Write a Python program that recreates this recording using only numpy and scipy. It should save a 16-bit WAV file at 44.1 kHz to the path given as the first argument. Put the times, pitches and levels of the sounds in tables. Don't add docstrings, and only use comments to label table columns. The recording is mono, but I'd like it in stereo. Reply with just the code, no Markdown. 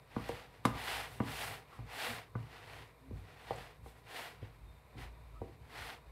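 import sys
import numpy as np
from scipy import signal
from scipy.fft import rfft, irfft, next_fast_len
from scipy.io import wavfile
from scipy.ndimage import map_coordinates

SR = 44100
rng = np.random.default_rng(int(sys.argv[2]) if len(sys.argv) > 2 else 0)


def volts_from_decibels(level):
    exponent = np.asarray(level, float) / 20
    return 10 ** exponent


def to_wav(s):
    ch = np.atleast_2d(s).T
    pcm = np.round(np.clip(ch, -1, 1) * 32767)
    wavfile.write(sys.argv[1], SR, pcm.astype(np.int16))


N = 269451

# (pitch [Hz], likeness [0 to 1])
LIKENESS = [(60, 0.99), (200, 0.58), (450, 0.79), (900, 0.34), (2000, 0.036), (5000, 0.155)]
POINTED = 0.24


def unit(x):
    return x / np.sqrt(np.mean(x ** 2) + 1e-20)


def along(points, hz):
    f, v = np.transpose(points)
    return np.interp(np.log(hz + 1), np.log(f + 1), v)


def wobble(rate):
    knots = rng.standard_normal(int(N * rate / SR) + 4)
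    return map_coordinates(knots, [np.arange(N) * rate / SR])


def filtered(x, response):
    m = next_fast_len(N + SR // 2)
    return irfft(rfft(x, m) * response(np.fft.rfftfreq(m, 1 / SR)), m)[..., :N]


def peak(f, hz, width_hz):
    return 1j * f * width_hz / (hz * hz - f * f + 1j * f * width_hz)


def mid_side_angle(hz):
    return np.arccos(np.clip(along(LIKENESS, hz), -1, 1)) / 2


def pair(response, spread_db=0., clump_db=0.):
    def mid_and_side(hz):
        angle = mid_side_angle(hz)
        return response(hz) * [np.cos(angle), np.sin(angle)]

    size = volts_from_decibels(spread_db * rng.standard_normal(N) + clump_db * wobble(120))
    mid, side = filtered(size * rng.standard_normal((2, N)), mid_and_side)
    return unit(np.array([mid + side, mid - side]))


def coloured_pair(colour, **grain):
    return pair(lambda f: volts_from_decibels(along(colour, f)), **grain)


def swells(s, rise_s, fall_s, db, edge_db, square, rest_db):
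    power = np.full(N, volts_from_decibels(2 * rest_db))
    for at, rise, fall, top in zip(s, rise_s, fall_s, db):
        start = max(round((at - 2 * rise) * SR), 0)
        stop = min(round((at + 2 * fall) * SR), N)
        t = np.arange(start, stop) / SR - at
        away = np.abs(t / np.where(t < 0, rise, fall))
        drop_db = edge_db * (POINTED * away + (1 - POINTED) * away ** square)
        power[start:stop] += volts_from_decibels(2 * (top - drop_db))
    return 10 * np.log10(power)


def ring(t, hz, db, t60, turns):
    t = np.maximum(t, 0)
    build_up = 1 - np.exp(-t * hz / turns)
    return volts_from_decibels(db - 60 * t / t60) * np.sin(2 * np.pi * hz * t) * build_up


def air():
    # (pitch [Hz], level [dB per Hz])
    hum_colour = [(88, -23), (150, 4.5), (182, -16), (376, -14), (637, -6.5), (875, -11.5), (957, -3),
                  (1200, -11), (1700, -17.5), (2440, -11.5), (3150, -41), (3660, -16), (5500, -34),
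                  (7150, -76)]
    return volts_from_decibels(-63.5 - 1.0 + .8 * wobble(3.131)) * coloured_pair(hum_colour)


def room(x):
    # (pitch [Hz], time to drop 60 dB [s])
    echo_times = [(100, 0.3), (1000, 0.43), (10000, 0.11)]
    out = np.zeros((2, N + 2 * SR))
    step = SR // 3
    for at in range(0, N, step):
        hz, t, z = signal.stft(rng.standard_normal((2, SR // 2)), SR, nperseg=256)
        angle = mid_side_angle(hz)[:, None]
        mid, side = z[0] * np.cos(angle), z[1] * np.sin(angle)
        fade = volts_from_decibels(-60 * t / along(echo_times, hz)[:, None])
        tail = signal.istft(np.array([mid + side, mid - side]) * fade, SR, nperseg=256)[1]
        echo = signal.fftconvolve(x[:, at:at + step], tail / np.linalg.norm(tail[0]), axes=1)
        out[:, at + 150:][:, :echo.shape[1]] += echo
    return out[:, :N]


def thumps():
    # (time [s], peak level [dB], pitch [Hz], time to drop 60 dB [s])
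    landings = [(0.166, -38.5, 113.4, 0.3), (0.652, -33, 116.6, 0.334), (1.205, -27.5, 119, 0.1),
                (1.789, -38.5, 115.5, 0.34), (2.355, -32.5, 115.2, 0.31), (3.113, -41.5, 93.86, 0.61),
                (3.512, -43, 117, 0.16), (4.425, -35.5, 103.6, 0.11), (4.956, -47, 116, 0.46),
                (5.412, -34, 94, 0.11), (5.809, -42, 75.4, 0.13)]
    out, t = np.zeros(N + SR), np.arange(SR // 2) / SR
    for s, db, hz, t60 in landings:
        start = round((s - .002) * SR)
        out[start:][:len(t)] -= ring(t, hz, db + 3, t60, turns=.3)
    return out[:N] * volts_from_decibels([[-.6], [.6]])


def worktop_shiver():
    # (time [s], half length [s], lowest note level [dB], second note level [dB])
    leans = [(.22, .13, -50, -52), (0.334, 0.097, -48.5, -53), (.49, 0.077, -62, -53.5),
             (0.732, 0.1, -43, -49), (0.956, 0.31, -52.5, -59.5), (1.264, 0.22, -49, -48),
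             (1.5, 0.19, -59, -55.5), (1.83, 0.1, -45, -51.5), (2.122, .12, -59, -52.5),
             (2.406, .13, -52, -48.5), (2.76, 0.126, -57, -55), (3.159, 0.096, -41, -48),
             (3.505, .07, -54.5, -58), (3.581, .11, -49, -51), (3.84, 0.11, -50, -57.5),
             (4.44, 0.18, -54, -58), (4.65, 0.2, -48.5, -62), (5.06, 0.134, -42, -59.5),
             (5.22, .12, -51.5, -77), (5.367, 0.129, -44, -64), (5.58, 0.16, -50, -57.5),
             (5.838, 0.12, -51, -55.5), (6.11, 0.16, -50, -71.5)]
    s, half_s, low_tops, second_tops = np.transpose(leans)
    lingers = 1.17
    edge_db, square = 20, 1.86
    low_db = swells(s, half_s, lingers * half_s, low_tops, edge_db, square, -63)
    second_db = swells(s, half_s, lingers * half_s, second_tops, edge_db, square, -64.5)
    sway = 1.16 * np.sin(2 * np.pi * np.cumsum(55 + 4 * wobble(9)) / SR)
    rumble = pair(lambda f: peak(f, 59.6, 28) ** 2 + 0.54 * peak(f, 35, 25))
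    second = pair(lambda f: peak(f, 111.14, 44) ** 2 + 0.37 * peak(f, 137.3, 25) ** 2)
    return volts_from_decibels(low_db) * (sway + 0.46 * rumble) + volts_from_decibels(second_db) * second


def cracks():
    # (time [s], level [dB], top pitch [Hz])
    hard_contacts = [
        (.164, -48, 2300),
        (.289, -32, 14000),
        (.652, -16.5, 14000),
        (1.2025, -27, 2300),
        (3.507, -31.5, 2100),
        (3.862, -44, 2000),
        (4.981, -42, 5000),
    ]
    # (pitch [Hz], level [dB per Hz])
    crack_colour = [(500, -30), (1800, 0), (3000, -3), (4500, -6), (6500, -12), (11000, -12), (15800, -22)]
    out, t = np.zeros((2, N + SR)), np.arange(SR // 2) / SR
    for s, db, top_hz in hard_contacts:
        soften = signal.butter(4, top_hz, fs=SR, output="sos")
        burst = signal.sosfilt(soften, rng.standard_normal((2, len(t))))
        out[:, round(s * SR):][:, :len(t)] += volts_from_decibels(db - 11.0 - 60 * t / 0.037) * burst
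    out = out[:, :N]
    return filtered(out, lambda f: volts_from_decibels(along(crack_colour, f) + 10)) * (np.abs(out) > 0)


def knocks():
    # (time [s], wall level [dB], floor level [dB], rim level [dB], spoon level [dB])
    blows = [(0.164, -36.5, -29, -43.5, -39.5), (0.292, -31, -43.5, -40.5, -51),
             (0.652, -31.5, -23.5, -33.5, -23.5), (1.202, -36.5, -26.5, -40.5, -35.5),
             (1.789, -50, -44.5, -56, -53), (2.353, -41.5, -35.5, -52.5, -40.5),
             (3.108, -43.5, -40.5, -67, -66), (3.507, -30, -65, -34.5, -44.5), (3.86, -46, -55, -54.5, -59),
             (4.426, -43.5, -47, -88, -81), (4.95, -58, -51, -58, -73), (5.416, -35, -42, -47.5, -59)]
    # (pitch [Hz], level [dB], time to drop 60 dB [s])
    wall_notes = [(392, -11, 0.044), (465, -7.5, 0.069), (502, -24.5, 0.14)]
    floor_notes = [(227, 2.5, 0.035), (274.2, -19.5, 0.3)]
    rim_notes = [(663.4, -9.5, 0.11), (776, 2.5, 0.035), (897, -10, 0.058)]
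    spoon_notes = [(1023, -6, 0.072), (1166, 2.5, 0.023), (1180, -6, 0.031), (1290, -16.5, 0.045),
                   (1460, -2, 0.035), (2020, 3.5, 0.052), (2370, -8, 0.036)]
    # (time [s], pitch [Hz])
    grip = [
        (.16, 1080),
        (.65, 1000),
        (1.2, 1060),
        (1.8, 950),
        (2.35, 1340),
        (3.1, 1035),
        (3.9, 1150),
        (4.4, 975),
    ]
    parts = (wall_notes, floor_notes, rim_notes, spoon_notes)
    waits_s = (.0012, .0024, .0003, 0)
    out, t = np.zeros((2, N + SR)), np.arange(SR // 2) / SR
    for s, *levels in blows:
        at = round(s * SR)
        clack_hz = np.interp(s, *np.transpose(grip))
        soft = .4 + .03 * max(-32 - max(levels), 0)
        for db, notes_of_part, wait in zip(levels, parts, waits_s):
            for hz, level, t60 in notes_of_part:
                shift, gain, side = rng.standard_normal(3)
                if notes_of_part is spoon_notes:
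                    level -= 25 * abs(np.log(hz / clack_hz))
                    level -= 30 * max(np.log(hz / 1500), 0) * (max(levels) < -30)
                tone_db = db + 6 + level + 1.5 * gain
                tone = ring(t - wait, hz * (1 + .01 * shift), tone_db, t60, turns=soft)
                out[:, at:at + len(t)] -= volts_from_decibels([[0.69 * side], [-.8 * side]]) * tone
    return out[:, :N]


def rubbing():
    # (start [s], length [s], pitch [Hz], width [Hz], level [dB])
    rubs = [(1.705, .07, 1200, 400, -58), (2.03, .1, 490, 70, -50), (2.06, .1, 235, 30, -52),
            (2.98, .22, 265, 20, -64), (3.557, .012, 8000, 1800, -62), (3.86, .07, 3850, 900, -66),
            (4.28, .08, 1930, 40, -66), (4.42, .03, 3050, 600, -60.5), (4.948, .07, 300, 220, -56),
            (5.425, .09, 330, 90, -59), (4.64, .16, 3650, 20, -72), (5.34, .065, 1230, 200, -60.5)]
    out = np.zeros((2, N + SR))
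    for s, length, hz, width_hz, db in rubs:
        t = np.arange(int(length * SR)) / SR
        knots = rng.standard_normal((2, 400)) + 1.49 * rng.standard_normal((2, 1, 400))
        size = np.array([[map_coordinates(k, [t * width_hz]) for k in part] for part in knots])
        narrow = size[0] * np.sin(2 * np.pi * hz * t) + size[1] * np.cos(2 * np.pi * hz * t)
        swell = np.sin(np.pi * t / length) ** .5
        out[:, round(s * SR):][:, :len(t)] += volts_from_decibels(db) * swell * unit(narrow)
    return out[:, :N]


def stirring():
    # (fastest moment [s], speeding up [s], slowing down [s],
    # wall scrape level [dB], grain hiss over scrape [dB])
    passes = [(.3, .235, 0.23, -52, -10), (.55, 0.1, 0.15, -67.5, -14), (.68, 0.048, 0.087, -55.5, -1.5),
              (0.922, .23, 0.21, -43, -5.5), (1.14, 0.17, 0.13, -56, -4), (1.418, .23, 0.22, -44.5, -3),
              (1.74, 0.09, .14, -63.5, -9), (2.061, 0.2, 0.19, -42.5, -6), (2.43, 0.12, 0.13, -64, -12),
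              (2.57, 0.147, 0.11, -57.5, -14), (2.75, 0.204, 0.19, -55.5, -10.5),
              (3.19, 0.107, 0.23, -69.5, -6), (3.32, 0.18, 0.042, -65, -19),
              (3.591, 0.31, 0.19, -54, -10.5), (3.88, .07, .09, -67, 1), (3.99, 0.081, 0.061, -67.5, -5),
              (4.182, 0.14, 0.2, -48, -7), (4.44, 0.12, 0.16, -66.5, -19.5),
              (5.014, 0.059, 0.094, -54, -10), (5.43, .07, 0.078, -69, -10), (5.53, 0.094, .05, -69.5, -18),
              (5.63, .07, 0.123, -74, -20), (5.862, 0.22, .15, -49.5, -8.5)]
    # (pitch [Hz], width [Hz], level [dB], not used: all count equally)
    bowl_notes = [(436, 8.5, -2), (744, 76, 0), (1383, 6.8, -4), (1438, 5.4, -4), (1925, 120, -3),
                  (2786, 18, -5), (3530, 8.3, -7), (4290, 82, -9), (5000, 54, -13)]
    # (pitch [Hz], level [dB per Hz])
    scrape_colour = [(210, -42), (350, -17), (470, -14.5), (770, -4.5), (1120, -8), (2100, -7), (3200, -12),
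                     (4700, -18), (6700, -28), (12000, -31.5), (15800, -60)]
    hiss_colour = [(2200, -40), (3200, -8), (4600, -2), (6700, -5), (8300, 0), (11400, 0), (13500, -3),
                   (15000, -8), (15800, -11)]
    push_colour = [(100, -39.5), (170, -26), (235, -1.5), (340, -5.5), (480, 3), (700, -37.5)]

    def wall(f):
        resonances = sum(abs(peak(f, c, w)) for c, w, _ in bowl_notes)
        return volts_from_decibels(along(scrape_colour, f)) * (1 + 0.544 * resonances)

    s, rise_s, fall_s, db, over_db = np.transpose(passes)
    edge_db, square = 22, 2.92
    scrape_db = swells(s, rise_s, fall_s, db, edge_db, square, -75)
    hiss_db = swells(s, rise_s, fall_s, db + over_db, 1.38 * edge_db, square, -78.5)
    push_db = -66 + 0.48 * (scrape_db + 60)
    judder = wobble(22)
    scrape = volts_from_decibels(scrape_db + 4 + 1.25 * judder) * pair(wall, spread_db=4.5, clump_db=1.07)
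    bright_db = -6 + 0.9 * (scrape_db + 45)
    scrape += volts_from_decibels(bright_db) * filtered(scrape, lambda f: peak(f, 3530, 2300))
    hiss = volts_from_decibels(hiss_db + .4 * judder) * coloured_pair(hiss_colour, spread_db=2.5, clump_db=.4)
    push = volts_from_decibels(push_db + 0.5 + 1.3 * wobble(28)) * coloured_pair(push_colour, clump_db=0.5)
    return scrape + hiss * volts_from_decibels([[.9], [-.9]]) + push


def scene():
    blows = knocks() + cracks()
    surroundings = air() + volts_from_decibels(-9.5) * room(blows)
    worktop = thumps() + worktop_shiver()
    return surroundings + worktop + blows + rubbing() + stirring()


def low_pass(x):
    return signal.sosfilt(signal.butter(12, 15970, fs=SR, output="sos"), x)


def record(dry):
    # (pitch [Hz], level [dB per Hz])
    self_noise = [(2940, -34), (5000, -28.5), (6330, -12), (8530, -4), (10400, -9), (12200, 0),
                  (15800, -18)]
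    ports = np.array([dry[0], np.roll(dry[1], 6)])
    ports = ports + volts_from_decibels(-79.5 - 1.5) * coloured_pair(self_noise)
    mix = filtered(ports, lambda f: (1j * f / (38 + 1j * f)) ** 3 * (f < 15750))
    return low_pass(mix)


dry = scene()
out = record(dry)
to_wav(out)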